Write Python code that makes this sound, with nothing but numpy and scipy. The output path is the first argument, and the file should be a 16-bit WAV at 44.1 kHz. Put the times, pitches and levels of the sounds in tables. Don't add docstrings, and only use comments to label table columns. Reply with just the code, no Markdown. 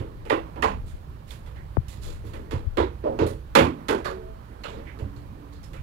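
import sys
import numpy as np
from scipy import signal
from scipy.fft import rfft, irfft, next_fast_len
from scipy.io import wavfile
from scipy.ndimage import uniform_filter1d, map_coordinates

SR = 44100
rng = np.random.default_rng(int(sys.argv[2]) if len(sys.argv) > 2 else 0)


def gain_from_db(level_db):
    decades = np.asarray(level_db, float) / 20
    return 10 ** decades


def digitize_waveform(pressure):
    field = np.atleast_2d(pressure).T
    bounded = np.clip(field, -1, 1)
    quanta = np.round(bounded * 32767).astype(np.int16)
    wavfile.write(sys.argv[1], SR, quanta)


N = 257041
NOW = np.arange(N) / SR
SPAN = np.arange(SR // 3) / SR
GRID = np.fft.rfftfreq(16384, 1 / SR)


def unit(x):
    return x / np.sqrt(np.mean(x ** 2) + 1e-20)


def along(points, hz):
    f, v = np.transpose(points)
    return np.interp(np.log(hz + 1), np.log(f + 1), v)


def level_curve(points):
    s, db = np.transpose(points)
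    return np.interp(NOW, s, db)


def wobble(rate):
    knots = rng.standard_normal(int(N * rate / SR) + 4)
    coarse = np.arange(0, N + 64, 64)
    curve = map_coordinates(knots, [coarse * rate / SR], mode="nearest")
    return np.interp(np.arange(N), coarse, curve)


def filtered(x, response):
    m = next_fast_len(len(x) + 8192)
    return irfft(rfft(x, m) * response(np.fft.rfftfreq(m, 1 / SR)), m)[:len(x)]


def rush(spectrum, patchy_db):
    z = signal.stft(rng.standard_normal(N), nperseg=512)[2]
    field = uniform_filter1d(rng.standard_normal(z.shape), size=6, axis=0)
    field = uniform_filter1d(field, size=12, axis=1)
    x = signal.istft(z * gain_from_db(patchy_db * unit(field)), nperseg=512)[1][:N]
    below, above = (spectrum[0][0] / 2, -60), (spectrum[-1][0] * 2, -60)
    closed = [below] + list(spectrum) + [above]
    return unit(filtered(x, lambda hz: gain_from_db(along(closed, hz))))


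def add(track, s, x):
    part = track[max(round(s * SR), 0):][:len(x)]
    part += x[:len(part)]


# (frequency [Hz], level [dB per Hz])
PORT_HISS_SPECTRUM = [(600, 17.5), (1500, 3), (2500, 3), (4500, -2.5), (6000, -9), (10000, -11.5),
                      (13000, -32), (16000, -25)]


def microphone_noise():
    whine = gain_from_db(-77 + wobble(3.3)) * np.sin(2 * np.pi * 4468 * NOW)
    return whine + gain_from_db(-63) * rush(PORT_HISS_SPECTRUM, patchy_db=-1.5)


# (frequency [Hz], level [dB rms])
HUM_LINES = [(59.5, -46), (119.5, -53.5), (13404, -80)]


def mains_hum():
    hum = np.zeros(N)
    for hz, db in HUM_LINES:
        hum += gain_from_db(db + 3 + 1.5 * wobble(8)) * np.sin(2 * np.pi * hz * NOW + wobble(8))
    return hum


# (time [s], level [dB])
RUMBLE_LEVEL = [(0.0, -46), (0.32, -49.5), (0.8, -42), (0.96, -46.5), (1.51, -46), (2.13, -47.5),
                (2.84, -43.5), (3.21, -40), (3.56, -45.5), (3.83, -46.5), (4.33, -45.5), (4.82, -47.5),
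                (5.19, -42.5), (5.5, -48.5), (5.83, -42.5)]
# (frequency [Hz], level [dB per Hz])
RUMBLE_SPECTRUM = [(12, -50), (20, -5), (65, 2.5), (157, -8), (176, -16), (211, -18), (250, -37),
                   (320, -70), (550, -120)]
# (time [s], level [dB])
STREET_LEVEL = [(0.0, -59.5), (0.53, -54.5), (0.9, -59), (2.13, -58.5), (2.39, -55), (2.84, -61),
                (3.21, -52), (3.36, -60.5), (3.83, -53), (4.09, -52), (4.33, -57.5), (4.82, -53.5),
                (5.19, -57.5), (5.83, -59.5)]
# (frequency [Hz], level [dB per Hz])
STREET_SPECTRUM = [(110, -3), (180, -4), (295, -7), (337, -8), (372, -9.5), (541, -11.5), (1040, -11.5),
                   (1680, -20), (2500, -27.5), (3250, -74), (5500, -120)]
# (frequency [Hz], level [dB per Hz])
AIR_SPECTRUM = [(1060, -26), (1800, 3), (2100, -28), (2220, -4), (3060, -1), (3410, -4.5), (4410, -5),
                (4790, -8.5), (7630, -14), (13800, -12), (16000, -17)]


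def outdoors():
    rumble_db, street_db = level_curve(RUMBLE_LEVEL), level_curve(STREET_LEVEL)
    air_db = -68.5 + 0.3 * (street_db - street_db.mean())
    rumble = gain_from_db(rumble_db + 6.5 + 2.74 * wobble(3.18)) * rush(RUMBLE_SPECTRUM, patchy_db=-0.5)
    street = gain_from_db(street_db + 10.5) * rush(STREET_SPECTRUM, patchy_db=1.5)
    air = gain_from_db(air_db + 7) * rush(AIR_SPECTRUM, patchy_db=0.5)
    return rumble + street + air


# (time [s], peak level [dB], frequency [Hz])
FINGER_BUMPS = [
    (.9455, -23, 60),
    (1.7858, -5.5, 97),
    (1.8015, -20.5, 94),
    (2.678, -12, 73),
    (0.18, -36, 65),
    (5.8, -32, 91),
]
# (time [s], level [dB], decay [s])
CASE_TAP = (1.7686, -15, .008)


def fingers():
    skin = rush([(25, 9), (50, -31.5), (90, -18), (150, -13.5)], patchy_db=-5.0)
    out = gain_from_db(-42 + 1.5 * wobble(3.4)) * skin
    for s, db, hz in FINGER_BUMPS:
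        cycles = (NOW - s) * hz
        out += gain_from_db(db) * np.exp(-(cycles / 0.6) ** 2) * np.cos(2 * np.pi * cycles + 0.4)
    s, db, decay = CASE_TAP
    t = np.arange(1, SR // 20) / SR
    envelope = (1 - np.exp(-(t / 0.0014) ** 3)) * np.exp(-t / decay)
    falling = np.cos(2 * np.pi * np.log2(t / 0.003))
    add(out, s, gain_from_db(db + 6) * envelope * falling)
    return out


# (start [s], length [s], frequency [Hz], level [dB])
PANEL_RINGS = [
    (3.956, 0.36, 371.3, -36),
    (4.047, 0.31, 438, -39.5),
    (4.1, 0.33, 651, -42.5),
    (4.097, 0.16, 550, -54),
    (4.936, 0.34, 288, -42.5),
    (5.316, 0.34, 286.6, -46),
]


def rings():
    out = np.zeros(N)
    for s, length, hz, db in PANEL_RINGS:
        u = np.clip((NOW - s) / length, 0, 1)
        level = gain_from_db(db + 3.5 * wobble(30) - 3.6 * u) * np.sin(np.pi * u) ** 0.7
        out += level * np.sin(2 * np.pi * hz * NOW + 1.4 * wobble(18))
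    return out


# (time [s], peak level [dB], frequency [Hz], t60 [s])
HOOD_THUDS = [(0.0, -21, 96, 0.1), (0.314, -34, 97, 0.16), (0.647, -29.5, 75.5, 0.2), (0.68, -33, 195, 0.3),
              (2.248, -32, 74.6, 0.31), (2.539, -17, 92.7, 0.14), (2.786, -22, 65.6, 0.32),
              (3.211, -21, 85.8, 0.28), (3.568, -24, 156.6, 0.52), (3.611, -20.5, 79.3, 0.27),
              (3.61, -22, 255, 0.33), (3.891, -32, 76, 0.16), (3.93, -33, 200, .2), (5.021, -22, 79, 0.19),
              (5.04, -38, 200, .3)]


def thuds():
    out, t = np.zeros(N), np.arange(SR // 2) / SR
    for s, db, hz, t60 in HOOD_THUDS:
        upper = np.sin(2 * np.pi * 1.37 * hz * t + rng.uniform(0, 2 * np.pi))
        pair = np.sin(2 * np.pi * hz * t) + 0.67 * upper
        add(out, s, gain_from_db(db + 6 - 60 * t / t60) * (1 - np.exp(-t / 0.0085)) * pair)
    return out


def swell(contact):
    u = SPAN / (2 * contact)
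    return (u * np.exp(1 - u)) ** 2


def garage(force, t60, build, wet_db, knee_s):
    t = SPAN[::8]
    knee_drop_db = np.minimum(6 * (t / knee_s) ** 3, 7)
    tail = gain_from_db(2 * (-60 * t / t60 - knee_drop_db)) * (1 - np.exp(-t / build)) ** 2
    tail *= gain_from_db(2 * wet_db) / tail.sum()
    tail[0] += 1
    power = signal.fftconvolve(np.interp(t, SPAN, force) ** 2, tail)[:len(t)]
    return np.interp(SPAN, t, np.sqrt(np.abs(power)))


def chatter(depth_db):
    knots = rng.standard_normal(len(SPAN) // 150 + 2)
    gain = np.interp(np.arange(len(SPAN)) / 150, np.arange(len(knots)), knots)
    return gain_from_db(depth_db * gain * np.minimum(SPAN / 0.006, 1))


def shaken(envelope, response):
    noise = envelope * rng.standard_normal(len(SPAN))
    ring = irfft(rfft(noise, 2 * len(GRID) - 2) * response)[:len(SPAN)]
    return ring / np.sqrt(uniform_filter1d(ring ** 2, size=700).max())


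# (frequency [Hz], width [Hz], boost [dB])
BODY_MODES = [(245, 21, 5), (325.4, 24, 10), (430, 32, 4.5), (457, 39, 5.5), (556, 56, 4), (847, 90, 1.5),
              (960, 88, 3), (1060, 29, -1.5), (1310, 100, 1), (1955, 155, 2.5), (2420, 40, 0.5),
              (2610, 460, 1), (3440, 280, 3.5), (4110, 1360, 9), (7200, 810, 11), (9030, 360, 6.5)]


def body(scatter_db):
    c, w, db = np.transpose(BODY_MODES)[:, :, None]
    gains = gain_from_db(db + scatter_db * rng.standard_normal(db.shape))
    peaks = 1j * GRID * w / (c * c - GRID ** 2 + 1j * GRID * w)
    return np.prod(1 + (gains - 1) * peaks, axis=0)


# (centre frequency [Hz], echo t60 [s], build-up [s])
BANDS = [
    (347, 0.39, 0.0058),
    (965, 0.3, 0.0084),
    (2020, 0.3, 0.00092),
    (3850, 0.31, 0.00033),
    (7700, 0.28, 0.00086),
]
# (frequency [Hz], level [dB])
CONTACT_REACH = [(120, -5), (230, 15.5), (8000, -6), (11500, 0), (13000, -7), (16000, -9.5)]


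def share(k):
    marks = [(band[0], float(j == k)) for j, band in enumerate(BANDS)]
    return np.sin(np.pi / 2 * along(marks, GRID)) * gain_from_db(along(CONTACT_REACH, GRID))


def tilted(db, tilt_db, first, last, pivot_hz):
    return [db + tilt_db * np.log2(band[0] / pivot_hz) for band in BANDS[first:last]]


def contacts(rows, first, wet_db, trim_db):
    out, shares = np.zeros(N), [share(k) for k in range(len(BANDS))]
    for s, force, levels_db in rows:
        response, loose = body(scatter_db=2.5), chatter(depth_db=1.8)
        for i, db in enumerate(levels_db):
            _, t60, build = BANDS[first + i]
            envelope = loose * garage(force, t60, build, wet_db[first + i], knee_s=0.2)
            add(out, s, gain_from_db(db + trim_db[first + i]) * shaken(envelope, response * shares[first + i]))
    return out


# (time [s], level [dB], tilt [dB per octave], contact time [s])
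SLIDES = [(.85, -60.5, 2.2, .016), (1.262, -55, 1.5, .02), (1.545, -62, -6, 0.0097),
          (1.885, -55.5, 1.5, 0.016), (2.005, -50.5, 1.5, .022), (2.1, -58.5, -0.5, .011),
          (2.234, -59, 0.7, 0.018), (3.2, -46.5, -8, 0.0078), (3.769, -70, -11, .0088),
          (3.89, -38.5, -11, 0.0052), (4.05, -43.5, -3, 0.0034), (4.67, -53, -6.5, 0.015),
          (5.52, -63, .1, 0.0057), (5.64, -61.5, 5, 0.0017)]


def scuffs():
    rows = [(s, swell(contact), tilted(db, tilt, first=1, last=5, pivot_hz=2700))
            for s, db, tilt, contact in SLIDES]
    return contacts(rows, first=1, wet_db=(4, 2.9, 2.3, 1.1, 1.1), trim_db=(4, 1.4, 1.9, 2.1, 0.9))


# (time [s], level [dB], tilt [dB per octave], contact time [s])
PUSHES = [
    (.565, -57, -4, .0028),
    (2.04, -56, -5.5, .016),
    (2.23, -57, -7.5, 0.0079),
    (2.525, -44.5, -8.5, 0.0037),
    (3.036, -45.5, -9, 0.003),
    (3.058, -47, -10.5, 0.0069),
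    (4.76, -52.5, -6, .01),
    (5.39, -63.5, -9, 0.0065),
]


def shoves():
    rows = [(s, swell(contact), tilted(db, tilt, first=0, last=4, pivot_hz=1300))
            for s, db, tilt, contact in PUSHES]
    return contacts(rows, first=0, wet_db=(2.1, 1.6, 2.8, 2.7), trim_db=(1.1, 2.1, 1.9, 1.1))


def resonance(s, hz, width, db, contact, wet_db):
    out = np.zeros(N)
    t60 = along([band[:2] for band in BANDS], hz)
    peak = 1j * GRID * 1.5 * width / (hz * hz - GRID ** 2 + 1j * GRID * 1.4 * width)
    envelope = garage(swell(contact), t60, 0.0013, wet_db, knee_s=0.095)
    add(out, s, gain_from_db(db) * shaken(envelope, peak ** 2))
    return out


# (time [s], frequency [Hz], level [dB])
RUBBED_MODES = [(1.55, 1850, -50.5), (3.58, 730, -26), (3.55, 3100, -30), (3.56, 2250, -25),
                (3.64, 2500, -43), (3.64, 290, -24), (3.62, 1080, -28), (4.045, 1450, -34),
                (3.89, 560, -31), (3.78, 1940, -59), (4.639, 960, -45), (4.68, 7200, -61),
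                (4.72, 3670, -57.5), (4.855, 2150, -44), (2.768, 3700, -40), (2.77, 2100, -36),
                (3.185, 3900, -44), (4.64, 3500, -46), (2.05, 420, -46), (2.345, 430, -44),
                (4.86, 1650, -50), (4.68, 430, -42), (4.855, 3000, -56), (5.735, 2400, -50),
                (5.735, 1450, -50), (3.045, 730, -30), (5.519, 4150, -57.5)]


def rubbed():
    return sum(resonance(s, hz, width=0.2 * hz, db=db, contact=0.0105, wet_db=3) for s, hz, db in RUBBED_MODES)


# (time [s], frequency [Hz], level [dB], echo level [dB])
STRUCK_MODES = [(.3, 326, -21, -6.5), (.3, 1055, -25, 6), (.299, 1930, -24, -1.5), (0.34, 2710, -40, 4),
                (.624, 1037, -20.5, 21), (.624, 2670, -26, -6), (.6232, 1840, -22, -4),
                (.626, 800, -23.5, 10.5), (1.306, 3500, -40, -9), (2.775, 351, -19.5, -3),
                (2.775, 974, -28.5, 9), (3.04, 559, -20.5, 4), (3.041, 950, -33, 8),
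                (3.195, 432, -24.5, 15), (3.553, 520, -17, -6), (3.552, 997, -20.5, -10),
                (3.552, 4280, -25.5, -9), (3.89, 1500, -29.5, 8), (4.051, 1700, -36.5, 8),
                (3.888, 391, -22.5, 15), (3.887, 3460, -32.5, -3), (4.051, 1153, -27.5, 9),
                (4.05, 4400, -42, 7), (4.637, 4100, -39.5, -6), (4.637, 2900, -40, 3), (4.64, 1400, -44, 8),
                (5.0, 580, -42, 5), (.6235, 1150, -21.5, -10.5), (.2985, 3600, -33, -12),
                (5.163, 4260, -55, 1), (5.638, 5300, -51, -3)]


def struck():
    return sum(resonance(s, hz, width=45 + 0.075 * hz, db=db, contact=3 / hz, wet_db=wet_db)
               for s, hz, db, wet_db in STRUCK_MODES)


# (time [s], panel knock [dB], latch [dB], hardness as tilt [dB per octave])
LATCH_HITS = [(0.0, -25.5, -50.5, -4.5), (0.253, -29.5, -51.5, -5), (0.2985, -24, -31.5, -7.5),
              (0.56, -28, -55.5, -11.5), (0.6235, -19, -30.5, -6.5), (1.307, -46, -50, 1.1),
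              (1.461, -50, -56, -3), (1.883, -47, -52.5, 4.5), (2.335, -31, -48.5, -3),
              (2.51, -30, -42, -4), (2.772, -16, -35.5, -8), (3.189, -9, -39, -8), (3.266, -46, -46, 3.5),
              (3.552, -8, -19, -4.5), (3.884, -16, -31.5, -2.5), (4.046, -38, -41, -5.5),
              (4.636, -67, -44, -5), (4.989, -30, -52.5, -3), (5.162, -49, -61, -0.5),
              (5.631, -52, -58.5, 2), (5.733, -43, -51, -2.5)]


def hits():
    force = np.exp(-SPAN / 0.0015)
    rows = [(s, force, [knock] + tilted(db, tilt, first=1, last=5, pivot_hz=2700))
            for s, knock, db, tilt in LATCH_HITS]
    return contacts(rows, first=0, wet_db=(16.7, 15.8, 13.0, 5.0, 8.1), trim_db=(-8.5, 3.5, 3, 0.8, -0.8))


# (frequency [Hz], width [Hz], level [dB], lag [samples], leak level [dB])
HAND_CAVITY = (585, 423, -6.5, 6, -31)
# (frequency [Hz], level [dB])
HAND_LEAK = [(150, 9), (300, 10), (600, 7), (1200, 16), (2200, 11), (4500, -5.5), (6000, -42), (15000, -32)]


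def covered(x):
    hz, width, db, lag, leak_db = HAND_CAVITY

    def cavity(f):
        late = np.exp(-2j * np.pi * f * lag / SR)
        return gain_from_db(db) * hz * hz / (hz * hz - f * f + 1j * f * width) * late

    z = signal.stft(filtered(x, lambda f: gain_from_db(along(HAND_LEAK, f))), nperseg=256)[2]
    shifting = np.exp(2j * np.pi * rng.random(z.shape))
    leak = signal.istft(z * shifting, nperseg=256)[1][:N]
    return filtered(x, cavity) + gain_from_db(leak_db) * leak


def scene():
    air = outdoors() + mains_hum() + rings() + thuds()
    air += scuffs() + shoves() + rubbed() + struck() + hits()
    left = covered(air) + fingers() + microphone_noise()
    return np.array([left, air])


def roll_off(x):
    return signal.sosfilt(signal.butter(12, 16420, fs=SR, output="sos"), x)


def record(dry):
    held = dry / (1 + np.abs(dry / 0.98) ** 6) ** (1 / 6)
    held = np.array([filtered(side, lambda f: f < 15850) for side in held])
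    return roll_off(held)


dry = scene()
out = record(dry)
digitize_waveform(out)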